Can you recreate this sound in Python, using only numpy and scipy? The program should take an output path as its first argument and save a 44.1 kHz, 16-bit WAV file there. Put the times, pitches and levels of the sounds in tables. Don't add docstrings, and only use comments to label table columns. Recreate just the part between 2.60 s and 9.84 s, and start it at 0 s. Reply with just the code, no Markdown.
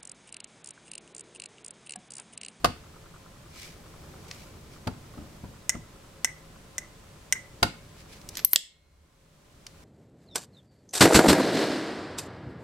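import sys
import numpy as np
from scipy import signal
from scipy.fft import rfft, irfft, next_fast_len
from scipy.io import wavfile
from scipy.ndimage import uniform_filter1d

SR = 44100
rng = np.random.default_rng(int(sys.argv[2]) if len(sys.argv) > 2 else 0)


def wav_record(signal):
    frames = np.transpose(np.atleast_2d(signal))
    bounded = np.clip(frames, -1, 1)
    quanta = np.round(bounded * 32767).astype(np.int16)
    wavfile.write(sys.argv[1], SR, quanta)


N = 319284
TIME = np.arange(N) / SR
HIT_TIME = np.arange(SR // 4) / SR


def amp(db):
    return 10 ** (np.asarray(db) / 20)


def unit_rms(x):
    return x / np.sqrt(np.mean(x ** 2) + 1e-20)


def unit_hit(x):
    return x * np.sqrt(.005 * SR / np.mean(np.sum(x ** 2, axis=-1)))


def curve(points, hz):
    freqs, values = np.transpose(points)
    return np.interp(np.log(hz + 1), np.log(freqs + 1), values)


def add(track, at, x):
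    part = track[:, round(at * SR):][:, :x.shape[-1]]
    part += x[..., :part.shape[1]]


def pan(db):
    return amp(np.vstack([db / 2, -db / 2]))


def filtered(x, response):
    size = next_fast_len(x.shape[-1] + SR // 4)
    gain = response(np.fft.rfftfreq(size, 1 / SR))
    return irfft(rfft(x, size) * gain, size)[..., :x.shape[-1]]


# (frequency [Hz], left-right correlation [0..1])
STEREO_LIKENESS = [(130, 0.95), (290, 0.9), (640, 0.44), (1410, .25), (3100, 0.28), (15000, 0.062)]

def stereo_noise(size):
    def mid_side_gains(hz):
        angle = np.arccos(np.clip(curve(STEREO_LIKENESS, hz), -1, 1)) / 2
        return np.array([np.cos(angle), np.sin(angle)])
    mid, side = filtered(rng.standard_normal((2, size)), mid_side_gains)
    return np.array([mid + side, mid - side])


def noise_bed(spectrum):
    return unit_rms(filtered(stereo_noise(N), lambda hz: amp(curve(spectrum, hz))))


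def strike(spectrum, t60, attack, width, snap=0):
    size = len(HIT_TIME)
    hz = np.fft.rfftfreq(size, 1 / SR)
    envelope = amp(-60 * HIT_TIME / t60) * (1 - np.exp(-HIT_TIME / attack))
    mid, side = rng.standard_normal((2, size)) * envelope
    burst = rfft(np.array([mid + width * side, mid - width * side]))
    local_power = uniform_filter1d(np.abs(burst) ** 2, int(4 / t60) + 1)
    burst /= np.sqrt(np.abs(local_power))
    cepstrum = irfft(curve(spectrum, hz) * np.log(10) / 20, size)
    cepstrum[1:size // 2] *= 2
    cepstrum[size // 2:] = 0
    body = np.exp(rfft(cepstrum, size))
    fade = np.clip(3.8 - 4 * HIT_TIME / HIT_TIME[-1], 0, 1)
    return unit_hit(fade * irfft((burst + snap) * body, size))


def ring(modes, phase_spread=.5):
    t = np.arange(SR) / SR
    out = np.zeros((2, SR))
    for hz, db, t60 in modes:
        envelope = amp(db + rng.normal(0, 1) - 60 * t / t60)
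        out += envelope * np.sin(2 * np.pi * hz * t + rng.normal(0, phase_spread, (2, 1)))
    return unit_hit(out)


# (frequency [Hz], t60 [s])
ROOM_DECAY = [(100, .42), (500, 0.24), (1200, 0.2), (2050, 0.42), (3000, 0.35), (4500, 0.3), (8000, .28),
              (15000, 0.16)]

def room_reverb(x):
    hz, t, spectra = signal.stft(stereo_noise(SR * 3 // 4), SR, nperseg=256)
    decay = amp(-60 * t / curve(ROOM_DECAY, hz)[:, None])
    tail = signal.istft(spectra * decay, SR, nperseg=256)[1]
    tail *= 1 - np.exp(-(np.arange(tail.shape[1]) / SR / .0033) ** 2)
    return signal.fftconvolve(x, tail / np.linalg.norm(tail[0]), axes=1)[:, :N]


# (frequency [Hz], relative level [dB])
FLOOR_EQ = [(20, -7), (40, 1.5), (70, -2.5), (160, -3.5), (250, -10), (350, -11), (470, -17.5), (560, -15),
            (750, -16), (1200, -17.5), (2060, -20.5), (8000, -26), (15800, -36)]
# (centre [Hz], width [Hz], relative level [dB])
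HUM_BANDS = [(157, 11, -61), (440.4, 16, -66), (539.7, 8.3, -64), (590.8, 5.1, -66), (1030, 15, -68),
             (7800, 150, -75)]

def room_tone():
    def hum_eq(hz):
        return sum(amp(db) / np.sqrt(width) * np.exp(-((hz - centre) / width) ** 2)
                   for centre, width, db in HUM_BANDS)
    floor = amp(-51.5) * noise_bed(FLOOR_EQ)
    hum = amp(-3.5) * np.sqrt(SR / 2) * filtered(stereo_noise(N), hum_eq)
    return floor + hum


def ticking(start_db=-51, fade_db_per_s=1.53):
    out = np.zeros((2, N))
    tick_eq = [(150, -23), (350, 3.5), (600, -15.5), (850, -12.5),
               (1120, -2), (1400, -1), (1750, -21), (5000, -36.5)]
    for at in np.arange(.037, N / SR, .1):
        for delay in (0, .021):
            db = start_db - fade_db_per_s * at + rng.normal(0, 2.7)
            add(out, at + delay, amp(db) * strike(tick_eq, t60=.046, attack=.002, width=.18))
    return out


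def swell(at, half_length, db):
    return amp(db) * np.exp(-((TIME - at) / half_length) ** 2)


def low_swell():
    bass = noise_bed([(40, -22.5), (72, 2), (110, -23), (400, -72)])
    return swell(at=6.24, half_length=.22, db=-47.5) * bass


# (time [s], half length [s], level [dB])
HAND_STROKES = [(1.023, 0.082, -46.5), (1.77, 0.096, -57), (2.144, 0.032, -58.5), (5.4, 0.032, -55),
                (5.535, 0.043, -52), (5.783, 0.042, -51.5)]
# (time [s], half length [s], level [dB])
GRIP_SHIFTS = [(1.6, .5, -51.5), (2.65, 0.4, -55), (5.72, 0.16, -54.5)]
# (frequency [Hz], relative level [dB])
SKIN_EQ = [(900, -20.5), (1600, -6), (2000, -1.5), (2330, 3), (2700, -3), (3600, -3), (5200, -2),
           (8000, -8), (15000, -17)]

def hands(hold_db=-63, brush_db=-10, rasp_db=2):
    shifting = sum(swell(*shift) for shift in GRIP_SHIFTS)
    sliding = sum(swell(*stroke) for stroke in HAND_STROKES) + amp(brush_db) * shifting
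    stick_slip = unit_rms(uniform_filter1d(rng.standard_normal(N), size=300))
    rumble_eq = [(25, -13), (100, 3.5), (200, -3.5), (450, -9), (900, -15), (3000, -32.5)]
    rumble = (amp(hold_db) + shifting) * noise_bed(rumble_eq)
    return rumble + sliding * amp(rasp_db * stick_slip) * noise_bed(SKIN_EQ)


# (time [s], relative level [dB], hardness [dB], clack pitch [ratio])
GRIP_LANDINGS = [(0.0412, -26, 13, 1.007), (0.0517, -32.5, 9.5, 1.04), (2.269, -25.5, -3, 1.195),
                 (2.574, -36, -11, 1.1), (2.608, -41.5, -14, 1), (2.836, -34.5, -10, 0.82),
                 (3.147, -33.5, -7.5, 1.05), (5.025, -23.5, 9, 1.177)]
# (frequency [Hz], relative level [dB])
THUD_EQ = [(25, -10), (80, 6.5), (135, 2.5), (175, -1), (230, 1.5), (310, -3.5), (480, -14), (900, -20.5),
           (2000, -50.5)]
CLACK_EQ = [(200, -24.5), (430, -6.5), (570, -7), (690, -1), (850, -7.5), (1000, -10), (1200, 0.5),
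            (1380, -15), (3000, -21.5), (8000, -54)]
RATTLE_EQ = [(900, -28.5), (2000, -6), (2900, -3.5), (3600, -4.5), (4300, -3.5), (4650, 0.5), (5200, -7.5),
             (7500, -14), (10000, -13), (15500, -25)]
# (frequency [Hz], relative level [dB], t60 [s])
TABLE_RING = [(492, -5, 0.093), (712, 2.5, 0.097), (860, -1, 0.038), (1026, -4.5, 0.077), (1134, -7, 0.026),
              (1364, -2, 0.074), (1500, -0.5, .05)]
GUN_RING = [(2890, -7, 0.031), (3898, -7, 0.051), (4640, -4, 0.04), (7450, -9.5, 0.033)]
# (frequency [Hz], left minus right [dB])
BUMP_PAN = [(200, 2), (400, 0.5), (700, 4), (1290, -6.5), (2400, 2), (8000, -0.5)]

def table_bumps(rattle_db_per_octave=19.5):
    out = np.zeros((2, N))
    for at, db, hardness_db, pitch in GRIP_LANDINGS:
        contact = at + .0034
        clack_eq = [(hz * pitch, level) for hz, level in CLACK_EQ]
        clack_db = db + hardness_db
        damping_db = 1.9 * min(hardness_db, 0)
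        rattle_db = clack_db - 6 + rattle_db_per_octave * np.log2(pitch) + damping_db
        add(out, at, amp(db + 4) * strike(THUD_EQ, t60=.19, attack=.00048, width=.25, snap=.33))
        add(out, contact, amp(clack_db) * strike(clack_eq, t60=.037, attack=.0017, width=.77, snap=.17))
        add(out, contact, amp(clack_db - 9) * ring(TABLE_RING, phase_spread=.7))
        add(out, contact, amp(rattle_db) * strike(RATTLE_EQ, t60=.025, attack=.0018, width=.9))
        add(out, contact, amp(rattle_db - 10.5) * ring(GUN_RING, phase_spread=.99))
    return filtered(out, lambda hz: pan(curve(BUMP_PAN, hz)))


# (time [s], relative level [dB], ring offset [dB])
NOTCH_CLICKS = [(3.0942, -17.5, -6.5), (3.6464, -18.5, -2.5), (4.1819, -27, -3.5), (4.725, -17.5, -2.2)]
# (frequency [Hz], relative level [dB])
STOP_EQ = [(300, -53.5), (620, -13.5), (1200, -27), (1650, -12), (2050, -11.5), (2600, -10), (3600, -13.5),
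           (4700, -22), (5500, -2), (7000, -1.5), (7650, -11.5), (8350, -2), (10000, -16.5), (14000, -21.5),
           (16000, -30)]
ECHO_EQ = [(1500, -30), (1880, -20), (1990, -5), (2060, -9), (2150, -13.5), (2350, -33), (3000, -49)]
# (frequency [Hz], relative level [dB], t60 [s])
CYLINDER_RING = [(2020, 3.5, 0.041), (2100, -7, .025), (1572, -17.5, 0.09), (5940, -8, 0.015),
                 (6670, -9.5, 0.031), (8200, -10, 0.036)]
# (delay [s], level against the ping [dB])
WALL_ECHOES = [(.024, -12.5), (0.111, -29.5)]

def cylinder(rebound_s=.0032):
    out = np.zeros((2, N))
    for at, db, ring_db in NOTCH_CLICKS:
        add(out, at, amp(db + .4) * strike(STOP_EQ, t60=.009, attack=.0002, width=.8, snap=1.1))
        add(out, at + rebound_s, amp(db - 7) * strike(STOP_EQ, t60=.026, attack=.00016, width=.44))
        add(out, at, amp(db + ring_db) * ring(CYLINDER_RING, phase_spread=.75))
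        for delay, wall_db in WALL_ECHOES:
            echo = strike(ECHO_EQ, t60=.15, attack=.003, width=.6)
            add(out, at + delay, amp(db + ring_db + wall_db) * echo)
    placement = [(1000, -1), (2000, -2), (4500, -1), (8000, 2.5)]
    return filtered(out, lambda hz: pan(curve(placement, hz)))


# (time [s], level [dB], brightness [dB/octave])
LEVER_TICKS = [(1.7121, -35, -3.5), (5.6146, -50.5, -1.5), (5.6895, -35.5, 6.5), (5.7535, -38, 1),
               (5.7707, -29.5, 0.5), (5.7805, -37.5, -3), (5.792, -35.5, -3), (5.7982, -39.5, -4.5),
               (5.848, -15.5, 5.5), (5.9328, -16, -3.5), (7.0664, -35, -.5)]
# (frequency [Hz], relative level [dB])
LEVER_EQ = [(400, -20.5), (800, -18), (1400, -8), (2350, -4), (3200, -4.5), (4600, -0.5), (5600, 0.5),
            (7700, -6), (11000, -15), (16000, -27)]
SPRING_EQ = [(7500, -44), (9600, -16.5), (11400, -12), (12000, -2), (12330, 4.5), (12700, -10),
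             (13400, -13), (15500, -25)]
# (frequency [Hz], relative level [dB], t60 [s])
SPRING_MODES = [(12460, -4, .17), (12240, -9, .14)]
FRAME_MODES = [(2164, -8.5, 1.3), (4140, -3, 0.91), (2050, 1, .35), (7940, -12, .45)]

def lock_work(slack_db=-32, clash_growth=2.96):
    out = np.zeros((2, N))
    for at, db, tilt in LEVER_TICKS:
        tick_eq = [(hz, level + tilt * np.log2(hz)) for hz, level in LEVER_EQ]
        add(out, at, amp(db) * strike(tick_eq, t60=.018, attack=.00024, width=.42, snap=.32))
        add(out, at, amp(db - 26.5) * ring(FRAME_MODES))
        force_db = db - slack_db
        if force_db > 0:
            clash = strike(SPRING_EQ, t60=.012, attack=.0001, width=.62, snap=1)
            add(out, at, amp(-50 + clash_growth * force_db) * pan(5.7) * clash)
            add(out, at, amp(db - 7.5) * ring(SPRING_MODES, phase_spread=.68))
    return out


# (frequency [Hz], relative level [dB])
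SNAP_EQ = [(90, -22.5), (200, -23), (600, -13.5), (1100, -28), (2000, -10), (2800, -11), (3450, -.5),
           (4000, -1.5), (4600, -.5), (5700, -6.5), (6900, -10), (7900, -5), (10000, -17.5), (12400, -15.5),
           (16000, -27)]

def sear(scrape_at=5.908, catch_at=5.9599, catch_db=7.5):
    out = np.zeros((2, N))
    scrape_eq = [(2000, -24), (6000, -16.5), (9500, .5), (12300, -3), (15500, -17)]
    add(out, scrape_at, amp(-24.5) * strike(scrape_eq, t60=.12, attack=.02, width=.81))
    add(out, catch_at, amp(catch_db) * strike(SNAP_EQ, t60=.0052, attack=.00015, width=.4, snap=.94))
    add(out, catch_at, amp(catch_db - 11) * strike(SNAP_EQ, t60=.017, attack=.001, width=.7))
    add(out, catch_at, amp(catch_db - 38.5) * ring(FRAME_MODES))
    return out


def hammer():
    placement = [(1000, -.5), (3400, -3), (4500, 1.5), (8000, 1.5), (12000, -.5)]
    return filtered(lock_work() + sear(), lambda hz: pan(curve(placement, hz)))


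def scene():
    turns, cocking, bumps = cylinder(), hammer(), table_bumps()
    reverb = room_reverb(amp(-19.5) * turns + amp(-16.5) * cocking + amp(-13.5) * bumps)
    return turns + cocking + bumps + reverb + hands() + low_swell() + room_tone() + ticking()


def gain_control(x, limit_db, recovery_db_per_s, attack_s):
    power = np.abs(uniform_filter1d(np.mean(x ** 2, axis=0), size=130))
    excess_db = np.maximum(10 * np.log10(power + 1e-12) - limit_db, 0)
    recovery_db = recovery_db_per_s * TIME
    duck_db = np.maximum.accumulate(excess_db + recovery_db) - recovery_db
    pole = np.exp(-1 / (attack_s * SR))
    return x * amp(-signal.lfilter([1 - pole], [1, -pole], duck_db))


def record(dry):
    levelled = gain_control(dry, limit_db=-10, recovery_db_per_s=14.5, attack_s=.00029)
    top_hz = 15900
    return filtered(np.clip(levelled, -1, 1), lambda hz: np.clip((top_hz - hz) / 400 + .5, 0, 1))


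dry = scene()
out = record(dry)
wav_record(out)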